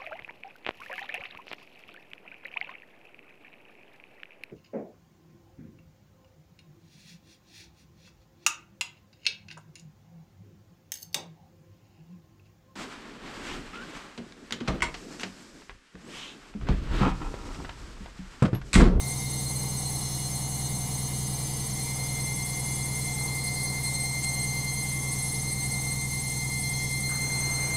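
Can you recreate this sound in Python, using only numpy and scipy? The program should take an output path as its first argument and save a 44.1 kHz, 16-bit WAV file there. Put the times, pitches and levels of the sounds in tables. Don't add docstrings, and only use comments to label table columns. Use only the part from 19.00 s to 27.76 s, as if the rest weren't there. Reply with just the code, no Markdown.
import sys
import numpy as np
from scipy import signal
from scipy.fft import rfft, irfft, next_fast_len
from scipy.io import wavfile
from scipy.ndimage import uniform_filter1d, map_coordinates

SR = 44100
rng = np.random.default_rng(int(sys.argv[2]) if len(sys.argv) > 2 else 0)


def gain_from_db(level_db):
    decades = np.asarray(level_db, float) / 20
    return 10 ** decades


def unload_audio(sound):
    columns = np.transpose(np.atleast_2d(sound))
    steps = np.round(np.clip(columns, -1, 1) * 32767)
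    wavfile.write(sys.argv[1], SR, steps.astype(np.int16))


N = 386316
TIME = np.arange(N) / SR
DRUM_HZ, BELT_HZ, SHAFT_HZ, MAINS_HZ = 10.1322, 7.5, 116.49, 50
SLOTS = 18


def unit(x):
    return x / np.sqrt(np.mean(x ** 2) + 1e-20)


def along(points, hz):
    f, v = np.transpose(points)
    return np.interp(np.log(hz + 1), np.log(f + 1), v)


def curves(rows):
    s, *cols = np.transpose(rows)
    return [np.interp(TIME, s, c) for c in cols]


def wobble(rate):
    coarse = TIME[::32]
    knots = rng.standard_normal(int(N * rate / SR) + 4)
    return np.interp(TIME, coarse, map_coordinates(knots, [coarse * rate]))


def noise(spectrum):
    m = next_fast_len(N)
    gain = gain_from_db(along(spectrum, np.fft.rfftfreq(m, 1 / SR))) * np.sqrt(SR / 2)
    return irfft(rfft(rng.standard_normal(m)) * gain, m)[:N]


def one_turn(multiples, db, turns, angle):
    lines = np.zeros(8193, complex)
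    lines[np.asarray(multiples, int)] = gain_from_db(db) * np.exp(2j * np.pi * turns) * 8192 * np.sqrt(2)
    table = irfft(lines)
    return np.interp(angle % 1 * len(table), np.arange(len(table) + 1), np.append(table, table[0]))


def kitchen(x, wet_db, t60=0.57, hold=0.7045):
    hop, t = int(hold * SR), np.arange(SR // 4) / SR
    padded = np.pad(x, (hop, 2 * hop))
    fade = np.sqrt(np.hanning(2 * hop))
    out = np.zeros(N + 3 * SR)
    for start in range(-hop, N, hop):
        tail = rng.standard_normal(len(t)) * gain_from_db(-60 * t / t60)
        tail *= gain_from_db(wet_db) / np.linalg.norm(tail)
        tail[0] += 1
        part = signal.fftconvolve(padded[start + hop:][:2 * hop] * fade, tail)
        out[start + hop:][:len(part)] += part
    return out[hop:hop + N]


def steady(x, span=0.4):
    width = int(span * SR)
    power = uniform_filter1d(uniform_filter1d(x ** 2, width), width)
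    return x / np.sqrt(np.abs(power) + 1e-20)


# (multiple of the drum rate, level [dB rms])
DRUM_LINES = [(2, -53), (3, -60), (4, -58.5), (5, -60.5), (6, -61.0), (7, -44), (8, -74), (9, -60),
              (10, -77), (11, -52), (12, -52.5), (13, -35.5), (14, -50), (15, -47), (16, -57.5), (17, -75),
              (18, -71), (19, -47), (20, -54), (21, -59.5), (23, -63), (24, -61.5), (25, -55), (27, -58),
              (29, -61), (31, -58), (34, -66), (35, -63)]


def drum():
    k, db = np.transpose(DRUM_LINES)
    loose = np.clip((-53 - db) / 6, 0, 1) * rng.uniform(-.5, .5, 40)[k.astype(int)]
    turns = np.where((k > 15) | (k == 12), .105 * (k - 23) - .08, .47 + loose)
    turns[(k % 6 == 1) & (k < 20)] = .05
    return gain_from_db(.45 * wobble(4)) * one_turn(k, db, turns, DRUM_HZ * TIME)


# (frequency [Hz], level [dB rms])
HUM_LINES = [(180.0, -67), (190.0, -68), (200.0, -60), (300.0, -61.5), (320.25, -57.5), (364.75, -62),
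             (395.25, -68.5), (449.5, -59.5), (476.25, -65), (516.75, -71.5), (549.5, -67), (719.75, -58.5),
             (722.5, -76), (732.5, -65), (739.75, -68), (749.75, -62), (774.75, -64.5), (779.75, -64),
             (787.25, -63.5), (794.75, -68), (837.25, -60.5), (879.5, -62), (942.0, -66), (952.25, -64.5),
             (984.25, -68), (994.5, -68.5), (1004.5, -69.5), (1079.5, -70.5), (1099.0, -65), (1281.25, -74)]
# (frequency [Hz], level [dB per Hz])
RUMBLE_SPECTRUM = [(20, -77), (85, -72), (135, -68), (230, -69), (400, -74.5), (650, -79.5), (710, -77),
                   (850, -77), (1000, -78.5), (1250, -84), (1600, -91.5), (2200, -100)]
TURN_AWAY_S, PANEL_DB, PANEL_FADE_DB_PER_S = 4.5, 0.26, 0.58


def cabinet():
    t = TIME[::8]
    lines = 0
    for hz, db in HUM_LINES:
        swell = gain_from_db(db + 3 + 3.2 * wobble(6)[::8])
        lines = lines + swell * np.sin(2 * np.pi * hz * t + 0.97 * wobble(6)[::8])
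    lines = signal.resample_poly(lines, 8, 1)[:N]
    low = [p for p in RUMBLE_SPECTRUM if p[0] < 300] + [(330, -120)]
    high = [(250, -120)] + [p for p in RUMBLE_SPECTRUM if p[0] > 300]
    panels = lines + gain_from_db(0.8 * wobble(8)) * noise(high)
    fade = gain_from_db(PANEL_DB - PANEL_FADE_DB_PER_S * np.maximum(TIME - TURN_AWAY_S, 0))
    return gain_from_db(.8 * wobble(5.4)) * noise(low) + fade * panels


# (time [s], level [dB rms])
SLOT_LEVEL = [(0, -44.5), (1.15, -63.5), (1.6, -55.5), (2.15, -55), (2.5, -72), (2.75, -49), (3.25, -41),
              (3.75, -44), (4.35, -38.5), (4.9, -39), (5.3, -37), (6.1, -39.5), (6.4, -42.5), (6.75, -38.5),
              (7.3, -40.5), (7.5, -37.5), (8.76, -35)]
OPEN_DB, DEAD_DB = -39, -56


def shade_db():
    return np.maximum(curves(SLOT_LEVEL)[0], DEAD_DB) - OPEN_DB


# (belt multiple, upper level [dB], lower level [dB], opposed wall echo of the lower [dB])
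BELT_SIDE_LINES = [(1, 2.5, -7, -35), (2, -1.5, -4, -12), (3, -6.5, -13, -11), (4, -24, -30, -19)]
# (drum multiple, upper level [dB], lower level [dB])
DRUM_SIDE_LINES = [(1, -5, -7), (2, -10, -15), (3, -22, -19), (4, -24, -24)]
# (offset [Hz], upper level [dB], lower level [dB])
OTHER_SIDE_LINES = [(MAINS_HZ, -22, -14), (2 * MAINS_HZ, -12, -8), (90, -26, -16), (4 * MAINS_HZ, -22, -40)]
SIDES_DB = -53
SIDES_FOLLOW, LOWER_FOLLOW, MAINS_FOLLOW = .48, .3, .25
UPPER_LEAN, LEAN_PER_DB, LOWER_LEAN, DRUM_LEAN = -.035, .011, .2, -.05
JOINT_S, LOAD_S = 6.014, 5.217


def phasor(db, turns):
    return gain_from_db(db) * np.exp(2j * np.pi * turns)


def slot_tone(slow):
    t, shade = TIME[::8], shade_db()[::8]
    belt, swing = BELT_HZ * (t - JOINT_S), DRUM_HZ * (t - LOAD_S)
    moving, echo, mains = 0, 0, 0
    for k, up, down, echo_db in BELT_SIDE_LINES:
        moving = moving + phasor(up + 0.9 * wobble(2)[::8], k * belt + UPPER_LEAN + LEAN_PER_DB * shade)
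        moving = moving + phasor(down + LOWER_FOLLOW * shade + 1.2 * wobble(2)[::8], LOWER_LEAN - k * belt)
        echo = echo + phasor(echo_db, LOWER_LEAN - k * belt)
    for k, up, down in DRUM_SIDE_LINES:
        for db, way in ((up, 1), (down, -1)):
            moving = moving + phasor(db + 1.2 * wobble(3.06)[::8], DRUM_LEAN + way * k * swing)
    for hz, up, down in OTHER_SIDE_LINES:
        for db, way in ((up, 1), (down, -1)):
            mains = mains + phasor(db, way * hz * t + .15 * wobble(1)[::8])
    sides = gain_from_db(MAINS_FOLLOW * shade) * mains + echo - gain_from_db(SIDES_FOLLOW * shade) * moving
    envelope = gain_from_db(curves(SLOT_LEVEL)[0]) + gain_from_db(SIDES_DB) * np.interp(TIME, t, sides)
    return np.sqrt(2) * np.real(envelope * phasor(0, SLOTS * slow))


def line_levels(levels, spots):
    shade = shade_db()
    for (db, follow, *_), marks in zip(levels, spots):
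        swells = sum(gain_db * np.exp(-((TIME - s) / length) ** 2) for s, length, gain_db in marks)
        yield db + follow * shade + swells


def overtone(order, slow, angle, level_db, row):
    open_db, _, core_db, grows = row
    core, tone = np.exp(2j * np.pi * order * slow), np.exp(2j * np.pi * order * angle)
    flutter = np.real(tone - np.mean(tone * core.conj()) * core)
    flutter = steady(kitchen(flutter, wet_db=6))
    core_gain = gain_from_db(core_db + grows * (level_db - open_db)) * np.sqrt(2)
    core_tone = np.real(core * np.exp(2j * np.pi * rng.random()))
    return gain_from_db(level_db) * steady(flutter + core_gain * core_tone)


# (level in the open [dB rms], follow [dB per dB of slot tone],
# steady core over flutter [dB], core growth [dB per dB of level])
OVERTONE_ROWS = [(-42, 0.37, 1.5, 1.5), (-43, 0, -1.5, 0.6), (-40.5, .14, -9, 2), (-42.5, 0, -8.5, 1.8),
                 (-53, 0, -7, 0), (-55.5, 0, -8, 0)]
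# (time [s], length [s], level [dB])
OVERTONE_ROOM_SPOTS = [
    [(0, 0.32, -4.5), (.9, 0.86, 5), (3.6, 0.7, -3.5), (4.9, .5, 1.5), (6.05, 0.21, -4.5), (7.2, .6, -1.5),
     (8.4, 0.39, 2.5)],
    [(4.4, .4, -3), (5.45, 0.23, 2), (8.5, 0.33, 5)],
    [(.75, .3, 2.5), (5.1, 0.32, 3.5), (6.6, .5, 2.5), (8.5, .4, 2.5)],
    [(3.7, 0.26, 3), (4.75, .25, 2.5), (6.3, .4, 4), (8.2, 0.38, -1.5)],
    [],
    [],
]


def whine(slow, angle):
    total = 0
    for k, db in enumerate(line_levels(OVERTONE_ROWS, OVERTONE_ROOM_SPOTS)):
        shake = gain_from_db(0.92 * np.sin(2 * np.pi * (DRUM_HZ * TIME + rng.random())))
        total = total + shake * overtone(SLOTS * (k + 2), slow, angle, db, OVERTONE_ROWS[k])
    return total


CLEAR_ORDERS = (20, 25, 28, 32)
# (level in the open [dB rms], follow [dB per dB of slot tone])
CLEAR_LEVELS = [(-65.5, 0), (-70, -0.66), (-67, 0), (-63, -0.34)]
# (time [s], length [s], level [dB])
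CLEAR_ROOM_SPOTS = [
    [(3.2, 1, 5), (8.6, .5, 2)],
    [(3.5, 0.62, 5), (5.5, 0.39, 8), (8.7, 0.36, 10)],
    [(2.4, .5, 6), (5.7, 0.55, 9), (7.7, .5, 9)],
    [(0, 0.39, 6), (4.95, .25, 5), (7, 0.65, 3)],
]


def clear_orders(angle):
    total = 0
    for k, db in zip(CLEAR_ORDERS, line_levels(CLEAR_LEVELS, CLEAR_ROOM_SPOTS)):
        total = total + gain_from_db(db + 4.0 + 2.0 * wobble(14)) * np.sin(2 * np.pi * k * angle)
    return total


# (multiple, level [dB rms])
LOW_ORDERS = [(17, -65), (19, -67), (26, -77), (27, -70.5), (29, -62), (30, -70.5), (31, -68.5),
              (33, -67.5), (34, -67.5), (35, -68), (37, -62.5), (38, -60), (39, -74), (40, -59.5),
              (41, -66.5), (42, -72), (43, -59.5), (44, -79), (45, -80), (46, -61.5), (47, -56.5),
              (48, -69), (49, -79), (50, -65), (51, -60), (52, -65), (53, -63)]
# (frequency [Hz], level [dB rms per order])
HIGH_ORDERS = [(5500, -65), (7000, -61), (8500, -62), (10000, -61), (11500, -66), (13000, -78),
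               (15500, -76)]
# (orders above an overtone, level [dB])
BRUSH_ORDERS = [(1, 0), (2, 3.5), (3, 3.5), (4, 1.5), (5, -10), (6, 2.5), (7, 4), (8, -20), (9, -11),
                (10, -3), (11, 4.5), (12, -14.5), (13, -4), (14, 4.5), (15, -7), (16, 4.5), (17, 5.5)]


def brush_rub(angle):
    high = np.array([k for k in range(55, 134) if k % SLOTS])
    bars_db = np.transpose(BRUSH_ORDERS)[1][high % SLOTS - 1]
    high_db = along(HIGH_ORDERS, high * SHAFT_HZ) + bars_db + 1.2 * rng.standard_normal(len(high))
    low, low_db = np.transpose(LOW_ORDERS)
    k, db = np.append(low, high), np.append(low_db, high_db)
    return kitchen(one_turn(k, db - 6.2, rng.random(len(k)), angle), wet_db=6, hold=.3)


# (time [s], slot tone shift [Hz])
PITCH_DRIFT = [
    (0.0, 1.94),
    (1.21, 0.26),
    (2.29, 0.028),
    (4.29, -0.19),
    (4.49, -0.19),
    (4.89, -0.45),
    (5.85, -0.27),
    (6.01, -0.057),
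    (8.53, 1.5),
    (8.75, 2.3),
]
# (rate [Hz], shaft angle [rad])
SHAFT_RIPPLE = [(BELT_HZ, 0.011), (2 * BELT_HZ, 0.0096), (3 * BELT_HZ, 0.0068), (DRUM_HZ, 0.018),
                (2 * DRUM_HZ, 0.013), (3 * DRUM_HZ, 0.0049), (4 * DRUM_HZ, 0.0027), (MAINS_HZ, 0.0024),
                (2 * MAINS_HZ, 0.0021)]


def motor():
    slow = SHAFT_HZ * TIME + np.cumsum(curves(PITCH_DRIFT)[0]) / SR / SLOTS
    ripple = 0.0046 * wobble(30)
    for hz, size in SHAFT_RIPPLE:
        ripple = ripple + size * np.sin(2 * np.pi * (hz * TIME + rng.random()) + 0.21 * wobble(0.99))
    angle = slow + ripple / (2 * np.pi)
    return slot_tone(slow) + whine(slow, angle) + clear_orders(angle) + brush_rub(angle)


# (frequency [Hz], level [dB per Hz])
AIR_SPECTRUM = [(1200, -110), (1900, -84.5), (2300, -90.5), (2700, -92), (3600, -91.5), (4700, -89),
                (6500, -85), (8700, -83.5), (10500, -87), (13000, -89.5), (15500, -110.5)]


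def airflow():
    pulse_db = 1.3 * np.sin(2 * np.pi * DRUM_HZ * TIME)
    return gain_from_db(0.78 * wobble(9) + pulse_db) * noise(AIR_SPECTRUM)


# (time [s], peak level [dB])
CRACKLES = [
    (5.228, -35),
    (5.234, -33),
    (5.240, -28),
    (5.246, -24.5),
    (5.2495, -26),
]


def sparks():
    shape = sum(gain_from_db(db - 60 * np.abs(TIME - s) / 0.0038) for s, db in CRACKLES)
    return shape * unit(noise([(600, -22), (2500, -12), (5500, -10), (7500, 2), (9500, -6), (12000, -28)]))


# (frequency [Hz], level [dB])
GURGLE_SPECTRUM = [(60, -20), (200, 4), (350, 3), (600, 1), (1000, 0.5), (1500, -5.5), (2500, -11),
                   (4000, -30)]
# (frequency [Hz], level [dB])
SURGE_SPECTRUM = [(700, -25), (1200, 2), (1900, -2), (3000, -22)]
TRICKLE_S, TRICKLE_DB, VALVE_S, VALVE_OPENS_S = 7.9, -62, 8.082, 0.018
FLOW_DB, FLOW_GROWS_DB_PER_S, FLOW_RISE_S = -48, 7, .15
SURGE_DB, SURGE_S, SURGE_FADE_S = -47.5, 0.074, .03


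def drain():
    after = TIME - VALVE_S
    trickle = gain_from_db(TRICKLE_DB) * (TIME > TRICKLE_S)
    rush = gain_from_db(FLOW_DB + FLOW_GROWS_DB_PER_S * after) * np.clip(after / FLOW_RISE_S, 0, 1)
    surge_shape = np.minimum(after / VALVE_OPENS_S, 1 - (after - SURGE_S) / SURGE_FADE_S)
    surge = gain_from_db(SURGE_DB) * np.clip(surge_shape, 0, 1)
    water = (trickle + rush) * unit(noise(GURGLE_SPECTRUM))
    return gain_from_db(0.92 * wobble(30)) * (water + surge * unit(noise(SURGE_SPECTRUM)))


def scene():
    return (drum() + cabinet() + motor() + airflow() + sparks() + drain())[None]


def low_pass(x):
    return signal.sosfilt(signal.butter(12, 16400, fs=SR, output="sos"), x)


def record(dry):
    m = next_fast_len(N)
    kept = np.fft.rfftfreq(m, 1 / SR) < 15720
    mix = irfft(rfft(dry, m) * kept, m)[:, :N]
    return low_pass(mix)


dry = scene()
out = record(dry)
unload_audio(out)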